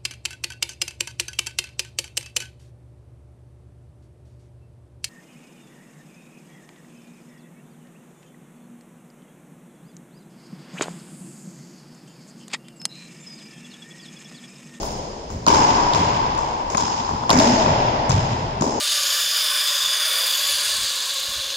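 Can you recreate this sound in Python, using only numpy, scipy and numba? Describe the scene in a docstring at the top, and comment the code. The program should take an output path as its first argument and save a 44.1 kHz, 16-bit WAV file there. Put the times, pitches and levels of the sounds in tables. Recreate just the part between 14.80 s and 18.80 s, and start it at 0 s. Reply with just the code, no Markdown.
"""In a bare, hard court with steady air noise, the tail of an earlier blow dies away as a little metal jingles.
A racquet then strikes a rubber ball, which bounces off walls and floor while shoes step.
Each arrival or strong wall echo is a noise crack, a ring of decaying modes and a low sine thud; panels hum on.
Shaped noise makes the long tail; two spaced microphones feed a limiter and a soft clipper."""
import sys
import numpy as np
from scipy import signal
from scipy.fft import rfft, irfft, next_fast_len
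from scipy.io import wavfile
from scipy.ndimage import uniform_filter1d
from numba import njit

SR = 44100
rng = np.random.default_rng(int(sys.argv[2]) if len(sys.argv) > 2 else 0)


def int16_out(signal):
    """Quantize to a 16-bit WAV file."""
    q = np.round(np.clip(np.atleast_2d(signal).T, -1, 1) * 32767)
    wavfile.write(sys.argv[1], SR, q.astype(np.int16))


def gain_from_db(level_db):
    """Convert decibel levels to linear amplitude factors (20 dB per decade)."""
    decades = np.asarray(level_db, float) / 20
    return 10 ** decades


N = 176400


def curve(table, hz):
    """Interpolate (frequency [Hz], value) points on a log-frequency axis."""
    table = np.array(table, float)
    return np.interp(np.log(hz + 1), np.log(table[:, 0] + 1), table[:, 1])


def colour(x, table):
    """Filter by (frequency [Hz], gain [dB]) points."""
    hz = np.fft.rfftfreq(x.shape[-1], 1 / SR)
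    return irfft(rfft(x) * gain_from_db(curve(table, hz)), x.shape[-1])


def decay(t, t60):
    """Exponential decay by 60 dB in t60 seconds."""
    return np.exp(-np.log(1000) * t / t60)


# air spectrum before levelling: (frequency [Hz], relative density [dB per Hz])
AIR_SPECTRUM = [(15, -36), (25, -23), (219, 0), (312, -9.5), (387, -1.5), (582, -3.5), (743, -8.5),
                (1310, -26), (5240, -27.5), (16400, -65)]
AIR_MID_RMS_DB, AIR_SIDE_HIGHPASS_HZ = -39, 900


def air():
    """Steady ventilation rumble and hiss; a high-passed side signal keeps the bass alike left and right."""
    mid, side = colour(rng.standard_normal((2, N)), AIR_SPECTRUM)
    side = signal.lfilter(*signal.butter(1, AIR_SIDE_HIGHPASS_HZ, "high", fs=SR), side)
    return gain_from_db(AIR_MID_RMS_DB) * np.array([mid + side, mid - side]) / mid.std()


# band centres of the blow levels: (frequency [Hz])
BLOW_BANDS_HZ = [45, 110, 270, 580, 950, 2000, 3600, 5800, 11000]
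# blows of ball and shoes as they fill the room:
# (time [s], then relative level [dB] in each of BLOW_BANDS_HZ)
ROOM_BLOWS = [(-.35, 5.5, 3, -2.5, -2, -11.5, -11, -6.5, 2, 17),
              (.02, -28, -20, -31, -21, -17, -22.5, -17, -16, -23),
              (0.491, 0, -3.5, -14, -37, -26, -23, -28, -20, -12),
              (.672, 10, 4, -12, 3, 7, 3.5, 5, 5.5, 6.5),
              (.736, -4, -2.5, 2.5, -7.5, 1.5, 1, -3.5, 3.5, -1),
              (1.136, -4, 4, -6.5, -7, -12, -2, -0.5, -5.5, 0.5),
              (1.578, 0, -20, -30, -9, -7.5, -28, -19, -13.5, -11),
              (1.89, -25, -16, -16, -15, -22, -15, -16, -10.5, -7),
              (1.968, -5, -5, -6.5, -14.5, -2.5, -8.5, -3.5, -1.5, -2.5),
              (2.28, -4, -4, -9, -20, -9, -20, -27, -25, -10), (2.5, 10, -2, 1, 4.5, 1.5, 7, -2, 4, 5),
              (2.589, 1, -7, 0, -7.5, -7.5, -1, 5, 4.5, 4),
              (2.85, -4, 0.5, -11.5, 2, -2.5, -3, -2.5, -21, -31),
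              (3.296, -9, -12, -12.5, -10, -8, -5.5, -3.5, -7, -1.5),
              (3.81, -15, -28, -1, -3, -7.5, -15, -11, -5, -0.5)]
# hollow notes of ball, wall and floor sent into the room:
# (time [s], frequency [Hz], bandwidth [Hz], relative peak level [dB])
HOLLOW_NOTES = [(.67, 313, 69.6, 6.5), (.67, 410, 88, 2), (.7, 130, 60, 5.5), (.67, 863, 192, 5.5),
                (.74, 690, 80, 4.5), (2.66, 247.6, 50.6, 7), (1.2, 133, 60, -1.5), (2.5, 119, 30, 4),
                (2.52, 239, 45, 10), (2.59, 630, 78, 10), (2.59, 870, 60, 1), (2.85, 126, 40, 4.5),
                (3.296, 115.7, 50.6, 10), (3.81, 231, 80, -6)]
LEAD_S = 0.5  # makes room for the blow before time 0


def blow_spectrum(hz):
    """Blows are coloured impulses; hollow notes are single resonances; both are delayed by phase."""
    total = 0
    for s, *levels_db in ROOM_BLOWS:
        level = gain_from_db(curve(list(zip(BLOW_BANDS_HZ, levels_db)), hz))
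        total = total + level * np.exp(-2j * np.pi * hz * (s + LEAD_S))
    for s, note_hz, width_hz, db in HOLLOW_NOTES:
        resonance = gain_from_db(db) / (1 + 2j * (hz - note_hz) / width_hz)
        total = total + resonance * np.exp(-2j * np.pi * hz * (s + LEAD_S))
    return total


# reverberation time: (frequency [Hz], t60 [s])
ROOM_T60 = [(40, 5.2), (120, 1.77), (300, 2.57), (900, 3.87), (2500, 3.23), (5500, 2.35), (9000, 0.7),
            (15000, 0.54)]
# filling of the room: (frequency [Hz], time constant [s])
ROOM_BUILD = [(60, 0.0093), (250, 0.029), (900, 0.012), (5000, 0.011)]
# early-echo clumping before smoothing and fade: (frequency [Hz], level spread [dB])
CLUMP_SPREAD = [(200, 3), (900, 6.5), (5000, 5)]
CLUMP_S, CLUMP_FADE_S = 0.005, 0.15
OWN_CLUMP_WEIGHT = 0.39  # part of the clumping that each octave has for itself


def room_tail():
    """Octave bands of noise build up and decay, with random level clumps that fade into a wash."""
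    t = np.arange(N + SR // 2) / SR
    hold = int(CLUMP_S * SR)
    steps = np.repeat(rng.standard_normal((11, 4000)), hold, axis=1)[:, :len(t)]
    steps = uniform_filter1d(steps, hold // 2)
    shared, own = steps[0], steps[1:]
    clumps = (1 - OWN_CLUMP_WEIGHT ** 2) ** 0.5 * shared + OWN_CLUMP_WEIGHT * own
    clumps = clumps * np.exp(-t / CLUMP_FADE_S)
    hz = np.fft.rfftfreq(len(t), 1 / SR)
    noise = rfft(rng.standard_normal((2, len(t))))
    tail = 0
    for centre_hz, clump in zip(30 * 2.0 ** np.arange(10), clumps):
        band = np.clip(1 - np.abs(np.log2((hz + 1) / centre_hz)), 0, 1)
        build = 1 - np.exp(-t / curve(ROOM_BUILD, centre_hz))
        envelope = decay(t, curve(ROOM_T60, centre_hz)) * build
        clumping = gain_from_db(curve(CLUMP_SPREAD, centre_hz) * clump)
        tail = tail + irfft(noise * band, len(t)) * envelope * clumping
    return tail


# tail colour of the mid signal: (frequency [Hz], relative density [dB per Hz])
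ROOM_MID = [(25, -6.5), (45, -10.5), (76, -2.5), (140, 0.5), (250, -1), (409, -2.5), (560, -6), (666, -3),
            (750, -4), (870, -1.5), (960, -3.5), (1080, -9), (1230, -15.5), (1970, -17.5), (3000, -19.5),
            (4100, -23.5), (4700, -19.5), (5200, -12), (5600, -18.5), (5950, -21), (6400, -16.5),
            (6950, -17.5), (7500, -28), (8200, -41), (10000, -45), (15500, -55)]
# tail colour of the side signal: (frequency [Hz], relative density [dB per Hz])
ROOM_SIDE = [(25, -54), (111, -47), (377, -12.5), (536, -13), (974, 6.5), (1180, -5), (1720, -17),
             (3000, -16), (4100, -21.5), (4600, -18), (5200, -9.5), (5950, -21.5), (6700, -12.5),
             (7300, -22), (8200, -37.5), (10000, -47), (15500, -49)]
MID_GAIN_DB, SIDE_GAIN_DB = -3.5, -6


def court():
    """Convolve every blow with the room tail, then colour its mid and side signals."""
    size = next_fast_len(2 * N + SR)
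    hz = np.fft.rfftfreq(size, 1 / SR)
    mid_db = curve(ROOM_MID, hz) + MID_GAIN_DB
    side_db = curve(ROOM_SIDE, hz) + SIDE_GAIN_DB
    spectrum = rfft(room_tail(), size) * blow_spectrum(hz) * gain_from_db(np.array([mid_db, side_db]))
    start = int(LEAD_S * SR)
    mid, side = irfft(spectrum, size)[:, start:start + N]
    return np.array([mid + side, mid - side])


EAR_LAG_S = 0.0005  # largest delay between microphones


def place(out, sound, s, pan_db):
    """Add a sound at time s; the far microphone hears it weaker and later; positive pan is left."""
    out = out.copy()
    for ch, sign in enumerate((1, -1)):
        lag_s = EAR_LAG_S * np.clip(0.5 - sign * pan_db / 4, 0, 1)
        i = int((s + lag_s) * SR)
        part = sound[:N - i]
        out[ch, i:i + len(part)] += part * gain_from_db(sign * pan_db / 2)
    return out


def ring(modes, t, phases):
    """Sum of exponentially decaying sine modes."""
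    total = 0
    for (hz, db, t60), phase in zip(modes, phases):
        total = total + gain_from_db(db) * np.sin(2 * np.pi * hz * t + phase) * decay(t, t60)
    return total


# metal modes: (frequency [Hz], relative level [dB], t60 [s])
METAL_MODES = [(8620, -24, 0.87), (9370, -24, 0.52), (11200, -27, 0.54), (11600, -32, 0.58),
               (12700, -21, 0.51), (13800, -24, 0.61), (15700, -23, 0.36)]
# jingles: (time [s], relative level [dB])
JINGLE_TIMES = [(0.019, -29), (0.502, -48)]
SWING_DB, SWING_HZ = 5.5, 17.1


def jingle():
    """A small piece of metal rings in high modes, each wavering in level as it swings."""
    t, out = np.arange(SR // 2) / SR, np.zeros((2, N))
    for s, db in JINGLE_TIMES:
        for mode in METAL_MODES:
            ring_phase, swing_phase = 6 * rng.random(2)
            waver = gain_from_db(SWING_DB * np.sin(2 * np.pi * SWING_HZ * t + swing_phase))
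            out = place(out, gain_from_db(db) * waver * ring([mode], t, [ring_phase]), s, pan_db=1.3)
    return out


# crack colour without its peak: (frequency [Hz], relative gain [dB])
CRACK_COLOUR = [(500, -23), (1200, -12), (2500, -9), (4000, -8), (5200, -5), (6000, -11.5), (6900, -6),
                (8000, -29), (11000, -32), (16000, -43)]
CRACK_RISE_S, CRACK_DECAY_S, CRACK_GAIN_DB = 0.00043, 0.0032, 10
CRACK_PEAK_DB, CRACK_PEAK_OCTAVES = 9.5, 0.48
CLICK_DB, CRACK_PAD_S = 12, 0.002  # first sharp contact; pad ahead of the burst


def crack(t, peak_hz, db):
    """Short noise burst with a click near its onset, coloured with one spectral peak."""
    hz = np.fft.rfftfreq(len(t), 1 / SR) + 1
    after = np.maximum(t - CRACK_PAD_S, 0)
    envelope = (1 - np.exp(-after / CRACK_RISE_S)) * np.exp(-after / CRACK_DECAY_S)
    burst = rng.standard_normal(len(t)) * envelope
    burst[int(CRACK_PAD_S * SR) + 20] += gain_from_db(CLICK_DB)
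    peak_db = CRACK_PEAK_DB * np.exp(-(np.log2(hz / peak_hz) / CRACK_PEAK_OCTAVES) ** 2)
    return irfft(rfft(burst) * gain_from_db(curve(CRACK_COLOUR, hz) + peak_db + db + CRACK_GAIN_DB), len(t))


# ball modes before pitch scatter: (nominal frequency [Hz], relative level [dB], t60 [s])
BALL_MODES = [(570, -4.5, 0.028), (723, -1, 0.035), (880, -0.5, 0.042), (1050, 4.5, 0.038),
              (1250, -1.5, 0.027), (1485, 1, 0.013)]
BALL_SCATTER, BALL_RISE_S = 0.068, 0.0013  # scatter: largest fractional pitch shift


def ball_ring(t, db):
    """Hollow ball modes, their pitches scattered anew each time."""
    shifts, turns = rng.random((2, len(BALL_MODES)))
    modes = []
    for (hz, mode_db, t60), shift in zip(BALL_MODES, shifts):
        modes.append((hz * (1 + BALL_SCATTER * (2 * shift - 1)), mode_db, t60))
    return gain_from_db(db) * ring(modes, t, 2 * np.pi * turns) * (1 - np.exp(-t / BALL_RISE_S))


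THUD_CYCLES, THUD_GAIN_DB = 1.7, 1


def thud(t, hz, db):
    """Low sine under a half-sine envelope a few half-cycles long."""
    cycles = t * hz
    envelope = np.sin(np.pi * np.clip(cycles / THUD_CYCLES, 0, 1))
    return gain_from_db(db + THUD_GAIN_DB) * np.sin(2 * np.pi * cycles) * envelope


# first arrivals and strong wall echoes:
# (time [s], relative crack level [dB], crack peak [Hz], relative ring level [dB],
#  relative thud level [dB], thud frequency [Hz], left-right of crack and ring [dB])
ARRIVAL_EVENTS = [(0.665, -16, 5540, -9.5, -29, 257, -1), (0.675, -15, 6660, -5, -8.5, 245, -1.5),
                  (0.682, -14, 6460, -14, -21, 328, -1.5), (0.693, -19, 6000, -21, -9.5, 244, -2.5),
                  (0.7228, -24, 5500, -32, -25, 248, -3), (0.735, -22, 6800, -46, -10, 259, -14),
                  (0.743, -17, 5200, -24, -16, 297, -3), (1.1347, -16.5, 3500, -41, -25, 132, 1),
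                  (1.156, -23, 4500, -22, -17.5, 194, 0.5), (1.196, -24, 5200, -37, -25, 200, 0.5),
                  (1.209, -40, 5186, -24, -15, 186, -2.5), (1.549, -31.5, 9000, -28, -36, 200, 0.5),
                  (1.5776, -28.5, 8950, -41, -38, 200, 0.5), (1.948, -20, 2490, -13.5, -17, 198, 6),
                  (1.9714, -18, 6400, -29, -29, 200, 8), (2.007, -24.5, 6400, -27, -29, 200, 12),
                  (2.435, -35, 2520, -20, -28, 176, 1), (2.494, -10, 1800, -6.5, -29, 248, 1),
                  (2.5024, -3, 3670, -8.5, -10.5, 239, -1), (2.529, -14.5, 6500, -36, -12.5, 200, 1),
                  (2.54, -56, 6000, -32, -15.5, 241, -3), (2.563, -38, 6000, -35, -11, 238, -8),
                  (2.575, -20, 6500, -26, -16, 236, -13), (2.588, -9, 5100, -31, -8, 236, -1),
                  (2.597, -14.5, 2800, -29, -21, 240, 1), (2.673, -17, 5130, -29, -28, 230, -4),
                  (2.68, -22, 5500, -26, -25, 232, -2.5), (3.294, -19.5, 6900, -23, -8.5, 124, 10.5),
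                  (3.301, -21, 6500, -34, -27, 125, 4), (3.317, -18, 6000, -27, -13, 120.9, -2.5),
                  (3.327, -31, 6070, -30, -34, 121, 1), (3.339, -36, 5550, -37, -10.5, 111, -2),
                  (3.378, -36, 5500, -28, -11, 112, 8), (3.810, -24, 6630, -28, -12, 214, 9),
                  (3.825, -27, 6600, -32, -13, 243, -1)]


def arrivals():
    """Each arrival adds panned crack and ball ring and a centred thud."""
    t, out = np.arange(SR // 8) / SR, np.zeros((2, N))
    for s, crack_db, crack_hz, ring_db, thud_db, thud_hz, pan_db in ARRIVAL_EVENTS:
        out = place(out, crack(t, crack_hz, crack_db), s - CRACK_PAD_S, pan_db)
        out = place(out, ball_ring(t, ring_db), s, pan_db)
        out = place(out, thud(t, thud_hz, thud_db), s, 0)
    return out


# wall panels and floorboards humming on after hard blows, before wobble:
# (time [s], length [s], start frequency [Hz], end frequency [Hz], nominal level [dB])
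PANEL_HUMS = [(0.677, 0.019, 980, 904, -15), (2.508, 0.014, 880, 860, -13), (2.535, 0.1, 232.2, 294, -15),
              (2.641, .11, 222.6, 263, -15), (2.771, 0.043, 644, 668, -16), (2.85, 0.079, 190, 125, -20.5)]
PANEL_WOBBLE, PANEL_WOBBLE_DB = 0.031, 1.5  # fractional pitch and level, per unit of random drift


def panels():
    """Each panel swells and fades on a sliding, unsteady sine."""
    out = np.zeros((2, N))
    for s, length_s, start_hz, end_hz, db in PANEL_HUMS:
        u = np.arange(int(length_s * SR)) / (length_s * SR)
        wobble = np.interp(u, np.linspace(0, 1, 8), rng.standard_normal(8))
        hz = (start_hz + (end_hz - start_hz) * u) * (1 + PANEL_WOBBLE * wobble)
        level = gain_from_db(db + PANEL_WOBBLE_DB * wobble[::-1]) * np.sqrt(np.sin(np.pi * u))
        out = place(out, level * np.sin(2 * np.pi * np.cumsum(hz) / SR), s, 0)
    return out


def scene():
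    """Sum of air, room tail, metal, arrivals and humming panels."""
    return air() + court() + jingle() + arrivals() + panels()


@njit
def follow(x, attack, release):
    """One-pole envelope with quick rise and slow fall; rates per sample."""
    e, out = 1e-3, np.empty(len(x))
    for i in range(len(x)):
        e += (x[i] - e) * (attack if x[i] > e else release)
        out[i] = e
    return out


def band_limit(x):
    """A steep low-pass at the top of the band."""
    return signal.sosfilt(signal.butter(12, 16520, fs=SR, output="sos"), x)


# microphone colour difference: (frequency [Hz], left-right [dB])
MIC_DIFFERENCE = [(100, 0), (200, -1), (380, 4), (700, 4), (1290, 2), (2380, 0.5), (4400, -7), (6000, 0),
                  (8120, 16), (15000, -7)]
LIMIT_DB, RATIO, ATTACK_S, RELEASE_S, SOFT_TOP = -12, 1.29, 0.00054, 0.14, 0.66


def record(dry):
    """Colour the two microphones apart, limit both by one shared envelope and round the peaks."""
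    tilt = gain_from_db(curve(MIC_DIFFERENCE, np.fft.rfftfreq(N, 1 / SR)) / 2)
    x = irfft(rfft(dry) * np.array([tilt, 1 / tilt]), N)
    env = follow(np.abs(x).max(axis=0), 1 / (ATTACK_S * SR), 1 / (RELEASE_S * SR))
    limited = x * np.minimum(1, gain_from_db(LIMIT_DB) / env) ** (1 - 1 / RATIO)
    mix = SOFT_TOP * np.tanh(limited / SOFT_TOP)
    return band_limit(mix)


dry = scene()
out = record(dry)
int16_out(out)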